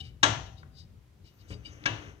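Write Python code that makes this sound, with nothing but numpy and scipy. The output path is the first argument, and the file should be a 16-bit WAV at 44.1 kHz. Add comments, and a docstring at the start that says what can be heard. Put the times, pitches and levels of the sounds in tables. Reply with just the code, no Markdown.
"""Lowering a car on a scissor jack

In a small garage, the jack close by on the left, the crank's loose joint drops over twice with a steel
clank that booms through the car body. Between the clanks the crank rubs and pings, the shifting load
knocks, and the screw grinds and hisses as it turns, all over a low, uneven rumble."""
import sys
import numpy as np
from scipy import signal
from scipy.fft import rfft, irfft, next_fast_len
from scipy.io import wavfile

SR = 44100
rng = np.random.default_rng(int(sys.argv[2]) if len(sys.argv) > 2 else 0)


def master(y):
    """Save y as 16-bit WAV."""
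    cut = np.clip(np.atleast_2d(y).T, -1, 1)
    pcm = np.round(cut * 32767)  # scale
    wavfile.write(sys.argv[1], SR, pcm.astype(np.int16))


N = 97020
TIME = np.arange(N) / SR

# the joint drops over: t/s, level/dB, dull above/Hz, chatter/s, room send/dB, boom/dB, boom delay/s
CLANKS = [(0.2289, -11, 8104, .009, -3.5, -23, .088), (1.8553, -19.5, 5370, 0.0064, -4, -30, 0.082)]
# spectrum of the steel's dense ringing: f/Hz, level/dB
STEEL = [(60, -20.5), (130, -8), (290, -8), (450, -14.5), (950, -4), (1250, -6), (1700, 0), (2100, -4.5),
         (2500, -3.5), (2900, 0.5), (3800, -2.5), (4500, -5.5), (4950, -9.5), (5600, -4), (6400, -3.5),
         (7200, -8.5), (8500, -13)]
# the jack's modes: f/Hz
JACK_HZ = [293, 605, 651, 770, 900, 964, 1140, 1374, 1640, 1720, 2300, 2660, 2915, 3349, 3730, 3898, 5775,
           6335]
# for each jack mode: t60/s, level in the first clank/dB, level in the second/dB
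JACK_MODES = [(.4, -22, -18.5), (0.31, -21, -53), (.8, -32, -49), (0.97, -33, -47.5), (.3, -18, -22.5),
              (.34, -23.5, -21), (.12, -10.5, -12.5), (0.42, -16, -41), (.07, -1.5, 4), (.2, -14, -12),
              (.1, -21.5, -6.5), (.28, -27, -11), (0.39, -21, -17), (.2, -14, -36), (.25, -20.5, -21),
              (.2, -14.5, -32), (.25, -22.5, -38), (.16, -17.5, -20.5)]
# rubbing strokes: peak t/s, rise/s, fall/s, level/dB, centre f/Hz, width/octaves, grit/dB
RUBS = [(.006, 0.0034, 0.0082, -41, 3530, 0.2, -7), (0.062, 0.042, .028, -52.5, 3080, 1, -3.5),
        (.472, 0.013, 0.013, -51, 3380, 0.27, -9), (0.584, 0.0093, 0.026, -56, 4000, 0.22, -8),
        (0.793, 0.026, 0.031, -51.5, 4500, 0.28, -4.5), (1.268, 0.018, 0.032, -61.5, 4000, 1, 1.5),
        (1.41, 0.014, 0.016, -60.5, 4330, 0.38, -4), (1.489, 0.0048, 0.045, -61, 6800, 0.32, 2),
        (1.53, 0.024, 0.011, -48.5, 2950, 0.95, -13), (1.658, 0.0071, 0.026, -45.5, 3240, 1, -12.5)]
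# the crank's modes: f/Hz
CRANK_HZ = [2365, 2875, 2995, 3780, 3865, 4150, 4745, 5090, 5440, 6250, 7690]
# for each crank mode: width/Hz, level/dB
CRANK_MODES = [(60, -4), (35, -2), (25, -1.5), (34.4, -6.5), (50.1, -16.5), (55, -16.5), (35, -4.5),
               (90, -14.5), (69.7, -12.5), (200, -12), (80, -11)]
# spectrum of the grit in a rub: f/Hz, level/dB
GRIT = [(500, -2), (1500, 1.5), (2600, -10.5), (3900, 2), (5500, 1.5), (6800, -6), (8000, 0.5),
        (10000, -18), (14000, -12)]
# the crank slips free: t/s, level/dB, centre f/Hz, width/octaves
PINGS = [(.003, -30, 3414, 0.26), (1.529, -35, 3700, 0.12), (1.536, -35.5, 4700, .1),
         (1.65, -33, 3130, 0.25), (1.656, -27.5, 4750, 0.067)]
# the load shifts: t/s, level/dB
KNOCKS = [(1.504, -30.5), (1.517, -37.5), (1.53, -37)]
# spectrum of a knock's thud: f/Hz, level/dB
THUD = [(45, -7.5), (80, 12), (140, 1.5), (200, -1), (310, -5.5), (430, -12.5), (600, -16), (1000, -18),
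        (2500, -16.5), (6000, -33), (10000, -42)]
# the car body's modes: f/Hz, t60/s, level/dB
BODY_MODES = [(115, 0.11, -6.5), (200, 0.13, -11), (302.6, 0.075, -10), (417, .1, -13.5)]
# light contacts: t/s, level/dB, f/Hz
TICKS = [(.631, -33.5, 1230), (1.8386, -33, 2760), (2.098, -43, 1360)]
# fader moves on the screw's friction: t/s, grinding gain/dB, hiss gain/dB
SCREW_FADERS = [(0, -32.5, -34.5), (1.201, -32.5, -29.5), (1.45, -10, -10), (1.63, -10.5, -12.5),
                (1.69, -1, -5.5), (1.73, -2, 5), (1.8, -3, -8), (1.898, 10, 3), (2.02, 4, 0.5),
                (2.109, 0.5, -1.5), (2.16, -13.5, -18), (2.2, -10.5, -11)]
# spectrum of the grinding thread: f/Hz, level/dB
GRIND = [(120, 2), (300, -6.5), (450, -5), (900, -15.5), (1400, -7), (3000, -10.5), (4700, -29.5),
         (7000, -30.5), (9000, -39.5)]
# the rumble's swells and dips: t/s, level/dB
RUMBLE_LEVEL = [(0, -41), (.15, -47), (.21, -51.5), (.3, -35), (.44, -41.5), (.54, -50), (.64, -45),
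                (.7, -49), (.81, -48.5), (.95, -46), (1.04, -57), (1.15, -57.5), (1.25, -47.5),
                (1.35, -66.5), (1.43, -51), (1.75, -49.5), (2.1, -48.5), (2.2, -58.5)]
# spectrum of the rumble: f/Hz, level/dB
RUMBLE = [(25, -34), (38, -15.5), (52, -2.5), (80, 0), (120, -3), (170, -12.5), (250, -22.5), (500, -29.5),
          (1000, -60.5)]
# spectrum of the background hiss: f/Hz, level/dB
AIR = [(100, 0.5), (300, -2.5), (600, -9), (1200, -13), (3000, -17), (6500, -23), (9000, -27.5),
       (14000, -26), (16000, -33.5)]
# the garage's decay: f/Hz, t60/s
ROOM_T60 = [(100, 0.39), (700, 0.51), (1500, 0.43), (3000, 0.48), (6200, 0.5), (8000, 0.32), (14000, 0.19)]
# tone of the reverb: f/Hz, level/dB
ROOM_COLOUR = [(100, 2.5), (500, 5.5), (950, 5), (1600, -1), (3000, -4), (4600, -8), (6200, -6),
               (8500, -9.5)]
# left-right likeness of diffuse sound: f/Hz, likeness/0-1
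LIKENESS = [(100, .97), (280, 0.59), (600, 0.23), (1500, .2), (12000, 0.033)]
# EQ on the right side of the direct sound: f/Hz, level/dB
DIRECT_RIGHT = [(100, -4.5), (500, -5.5), (1000, -3.5), (1600, -7.5), (2400, -0.5), (3500, -15.5),
                (4700, -14), (6200, -13), (8500, -4.5)]
# EQ on the right side of the reverb: f/Hz, level/dB
ROOM_RIGHT = [(100, -10), (500, -2.5), (1000, -10.5), (3000, -10), (6200, -14), (8500, 2)]

CHATTER_RISE_S, CHATTER_T60_S, CRASH_DB = .0027, .05, -2.5
RING_MAX_DELAY_S, RING_DB, RING_SEND_DB = .005, 2.5, -22.5
BOOM_HZ, BOOM_RISE_S, BOOM_T60_S = 110, .047, .12
PING_RISE_S, KNOCK_RISE_S = .0067, .0029
GRIND_DB, GROAN_DB, HISS_DB, HISS_HZ, HISS_WIDTH_HZ = -53, -55, -61, 6050, 930
SQUEAL_PEAK_S, SQUEAL_FADE_S, SQUEAL_DB = 1.38, .12, -72
ROOM_BUILD_S, LEFT_LAG_S = .008, .0003


def clanks():
    """The joint chatters and sets the jack ringing. Returns the direct sound and a one-blow room send."""
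    direct, send = 0, 0
    for k, (s, db, dull_hz, chatter_s, room_db, _, _) in enumerate(CLANKS):
        release = np.where(TIME < s + chatter_s, 1, dying(s + chatter_s, CHATTER_T60_S))
        envelope = attack(s, CHATTER_RISE_S) ** .5 * release
        crash = rms_one(low_pass(noise(STEEL), dull_hz, order=3)) * envelope * from_db(CRASH_DB)
        impulse = signal.unit_impulse(N, int((s + chatter_s / 2) * SR))
        blow = rms_one(low_pass(colour(impulse, STEEL), dull_hz, order=3)) * np.std(crash)
        modes = sum(from_db(mode_db[k]) * ring(s + RING_MAX_DELAY_S * rng.uniform(.45, 1), hz, t60)
                    for hz, (t60, *mode_db) in zip(JACK_HZ, JACK_MODES))
        direct += from_db(db) * (crash + from_db(RING_DB) * modes)
        send += from_db(db + room_db) * (blow + from_db(RING_SEND_DB) * modes)
    return low_pass(np.array([direct, send]), hz=8700, order=30)


def booms():
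    """The car body's low note blooms after each clank and dies away."""
    out = 0
    for s, *_, db, delay_s in CLANKS:
        swell = np.exp(np.minimum(TIME - s - delay_s, 0) / BOOM_RISE_S) * (TIME > s)
        envelope = np.where(TIME < s + delay_s, swell, dying(s + delay_s, BOOM_T60_S))
        out += from_db(db) * envelope * np.sin(2 * np.pi * BOOM_HZ * (TIME - s))
    return out


def rubs():
    """The crank rubs in its eye: tiny slips excite its modes, each stroke in its own register."""
    modes = np.array([resonant_noise(hz, width) for hz, (width, _) in zip(CRANK_HZ, CRANK_MODES)])
    grit = rfft(noise(GRIT))
    hz = np.fft.rfftfreq(N, 1 / SR) + 1
    out = 0
    for s, rise_s, fall_s, db, centre_hz, octaves, grit_db in RUBS:
        from_peak = (TIME - s) / np.where(TIME < s, rise_s, fall_s)
        swell = 1 / np.cosh(np.clip(from_peak * np.sqrt(2), -20, 20))
        gains = crank_gains(centre_hz, octaves)
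        rms_in_stroke = np.sqrt(np.average(modes ** 2, axis=1, weights=swell ** 2))
        tones = (gains / np.linalg.norm(gains) / rms_in_stroke) @ modes
        rasp = rms_one(irfft(grit * bell(hz, centre_hz, octaves=.68), N))
        out += from_db(db) * swell * (tones + from_db(grit_db) * rasp)
    # a faint ring of the jack dies away at the start
    return out + from_db(-56) * ring(RUBS[0][0], hz=770, t60=.3)


def pings():
    """The crank's modes ring cleanly as it slips free."""
    out = 0
    for s, db, centre_hz, octaves in PINGS:
        for hz, gain in zip(CRANK_HZ, crank_gains(centre_hz, octaves)):
            out += from_db(db) * gain * ring(s, hz, t60=.069) * attack(s, PING_RISE_S)
    return out


def knocks():
    """The load shifts: a quick run of dull knocks rings the car body and leaves it shuddering."""
    envelope = sum(from_db(db) * dying(s, t60=.079) * attack(s, KNOCK_RISE_S) for s, db in KNOCKS)
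    thuds = from_db(-2) * noise(THUD) * envelope
    body = sum(from_db(db + mode_db) * ring(s, hz, t60)
               for s, db in KNOCKS for hz, t60, mode_db in BODY_MODES)
    shudder = from_db(-37) * ring(KNOCKS[1][0], hz=75.6, t60=.48)
    return thuds + body + shudder


def ticks():
    """Small, heavily damped contacts give dry ticks."""
    out = 0
    for s, db, hz in TICKS:
        width_hz = .95 * hz
        burst = rms_one(resonant_noise(hz, width_hz)) * dying(s, t60=.017)
        out += from_db(db) * low_pass(resonate(burst, hz, width_hz), 1.6 * hz, order=3)
    return out


def screw():
    """The loaded thread grinds, hisses and groans as it turns."""
    faders = np.array(SCREW_FADERS)
    hiss = rms_one(resonate(resonant_noise(HISS_HZ, HISS_WIDTH_HZ), HISS_HZ, HISS_WIDTH_HZ))
    groan = rms_one(resonant_noise(hz=302.8, width_hz=18))
    grinding = from_db(GRIND_DB) * noise(GRIND) + from_db(GROAN_DB) * groan
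    return fader(faders[:, [0, 1]]) * grinding + fader(faders[:, [0, 2]]) * from_db(HISS_DB) * hiss


def squeal():
    """The thread gives one thin, very high squeal as it takes up the turn."""
    swell = np.exp(-((TIME - SQUEAL_PEAK_S) / SQUEAL_FADE_S) ** 2)
    return from_db(SQUEAL_DB) * swell * rms_one(resonant_noise(hz=14350, width_hz=240))


def garage(send):
    """Diffuse reverb that builds quickly and dies band by band."""
    spectrum, hz = rfft(diffuse()), np.fft.rfftfreq(N, 1 / SR)
    centres, t60s = np.transpose(ROOM_T60)
    bands = [irfft(spectrum * at_hz(np.c_[centres, share], hz), N) for share in np.eye(len(t60s))]
    tail = sum(band * dying(0, t60) for band, t60 in zip(bands, t60s))
    tail = rms_one(tail * (1 - np.exp(-TIME / ROOM_BUILD_S))) / np.sqrt(N)
    left, right = signal.fftconvolve(colour(send, ROOM_COLOUR)[None], tail, axes=1)[:, :N]
    return np.array([left, colour(right, ROOM_RIGHT)])


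def background():
    """A bed of uneven low rumble and faint steady hiss, both leaning left."""
    rumble = fader(RUMBLE_LEVEL) * rms_one(colour(diffuse(), RUMBLE)) * from_db([[0], [-4.5]])
    air = rms_one(colour(diffuse(), AIR)) * from_db([[-65.5], [-67.5]])
    return rumble + air


def crank_gains(centre_hz, octaves):
    """Gain of each crank mode, favouring those near the centre."""
    distance = np.log2(np.array(CRANK_HZ) / centre_hz) / octaves
    return from_db([db for _, db in CRANK_MODES]) * np.exp(-.5 * distance ** 2)


def bell(hz, centre_hz, octaves):
    """Gain of a broad bell around a centre frequency."""
    return 1 / (1 + (np.log2(hz / centre_hz) / octaves) ** 2)


def from_db(db):
    """Decibels to gain."""
    return 10 ** (np.asarray(db) / 20)


def rms_one(x):
    """Scale to unit power."""
    return x / np.sqrt(np.mean(x ** 2) + 1e-20)


def at_hz(points, hz):
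    """Read a table along log frequency."""
    freqs, values = np.transpose(points)
    return np.interp(np.log(np.maximum(hz, 1)), np.log(freqs), values)


def fader(points):
    """Gain over time from points of t/s, level/dB."""
    return from_db(np.interp(TIME, *np.transpose(points)))


def colour(x, points):
    """Minimum-phase EQ through points of f/Hz, level/dB."""
    size = 2 * next_fast_len(N)
    gains = from_db(at_hz(points, np.fft.rfftfreq(size, 1 / SR)))
    cepstrum = irfft(np.log(gains), size)
    cepstrum[1:size // 2] *= 2
    cepstrum[size // 2 + 1:] = 0
    return irfft(rfft(x, size) * np.exp(rfft(cepstrum)), size)[..., :N]


def noise(points):
    """Coloured noise of unit power."""
    return rms_one(colour(rng.standard_normal(N), points))


def diffuse():
    """Stereo white noise, alike in the bass and wide in the treble."""
    mid, side = rfft(rng.standard_normal((2, N)))
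    alike = np.clip(at_hz(LIKENESS, np.fft.rfftfreq(N, 1 / SR)), 0, 1)
    return rms_one(irfft(np.sqrt(1 + alike) * mid + np.sqrt(1 - alike) * side * [[1], [-1]], N))


def low_pass(x, hz, order):
    """Butterworth low-pass."""
    return signal.sosfilt(signal.butter(order, hz, fs=SR, output="sos"), x + 1e-18)


def resonate(x, hz, width_hz):
    """One resonance, unity gain at its peak."""
    r = np.exp(-np.pi * width_hz / SR)
    feedback = [1, -2 * r * np.cos(2 * np.pi * hz / SR), r * r]
    return signal.lfilter(np.array([1, 0, -1]) * (1 - r * r) / 2, feedback, x + 1e-18)


def resonant_noise(hz, width_hz):
    """White noise through one resonance."""
    return resonate(rng.standard_normal(N), hz, width_hz)


def attack(s, rise_s):
    """Linear fade-in from time s."""
    return np.clip((TIME - s) / rise_s, 0, 1)


def dying(s, t60):
    """Envelope that starts at time s and dies away."""
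    return (TIME >= s) * np.exp(-np.log(1000) * np.maximum(TIME - s, 0) / t60)


def ring(s, hz, t60):
    """A mode struck at time s."""
    return dying(s, t60) * np.sin(2 * np.pi * hz * (TIME - s))


def scene():
    """The jack sits mostly on the left, and the garage answers."""
    clank, clank_send = clanks()
    boom = booms()
    crank = rubs() + pings()
    details = knocks() + ticks() + screw() + squeal()
    left = np.interp(TIME - LEFT_LAG_S, TIME, clank + boom + crank + details)
    right = colour(from_db(-3.5) * clank + boom + from_db(-1.5) * (crank + details), DIRECT_RIGHT)
    room_send = clank_send + from_db(-17) * crank + from_db(-10.5) * details
    return np.array([left, right]) + garage(room_send) + background()


def record(dry):
    """Cut the sub-bass and the very top."""
    low_cut = signal.butter(6, 42, "high", fs=SR, output="sos")
    high_cut = signal.ellip(10, .1, 70, 15800, fs=SR, output="sos")
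    return signal.sosfilt(high_cut, signal.sosfilt(low_cut, dry))


dry = scene()
out = record(dry)
master(out)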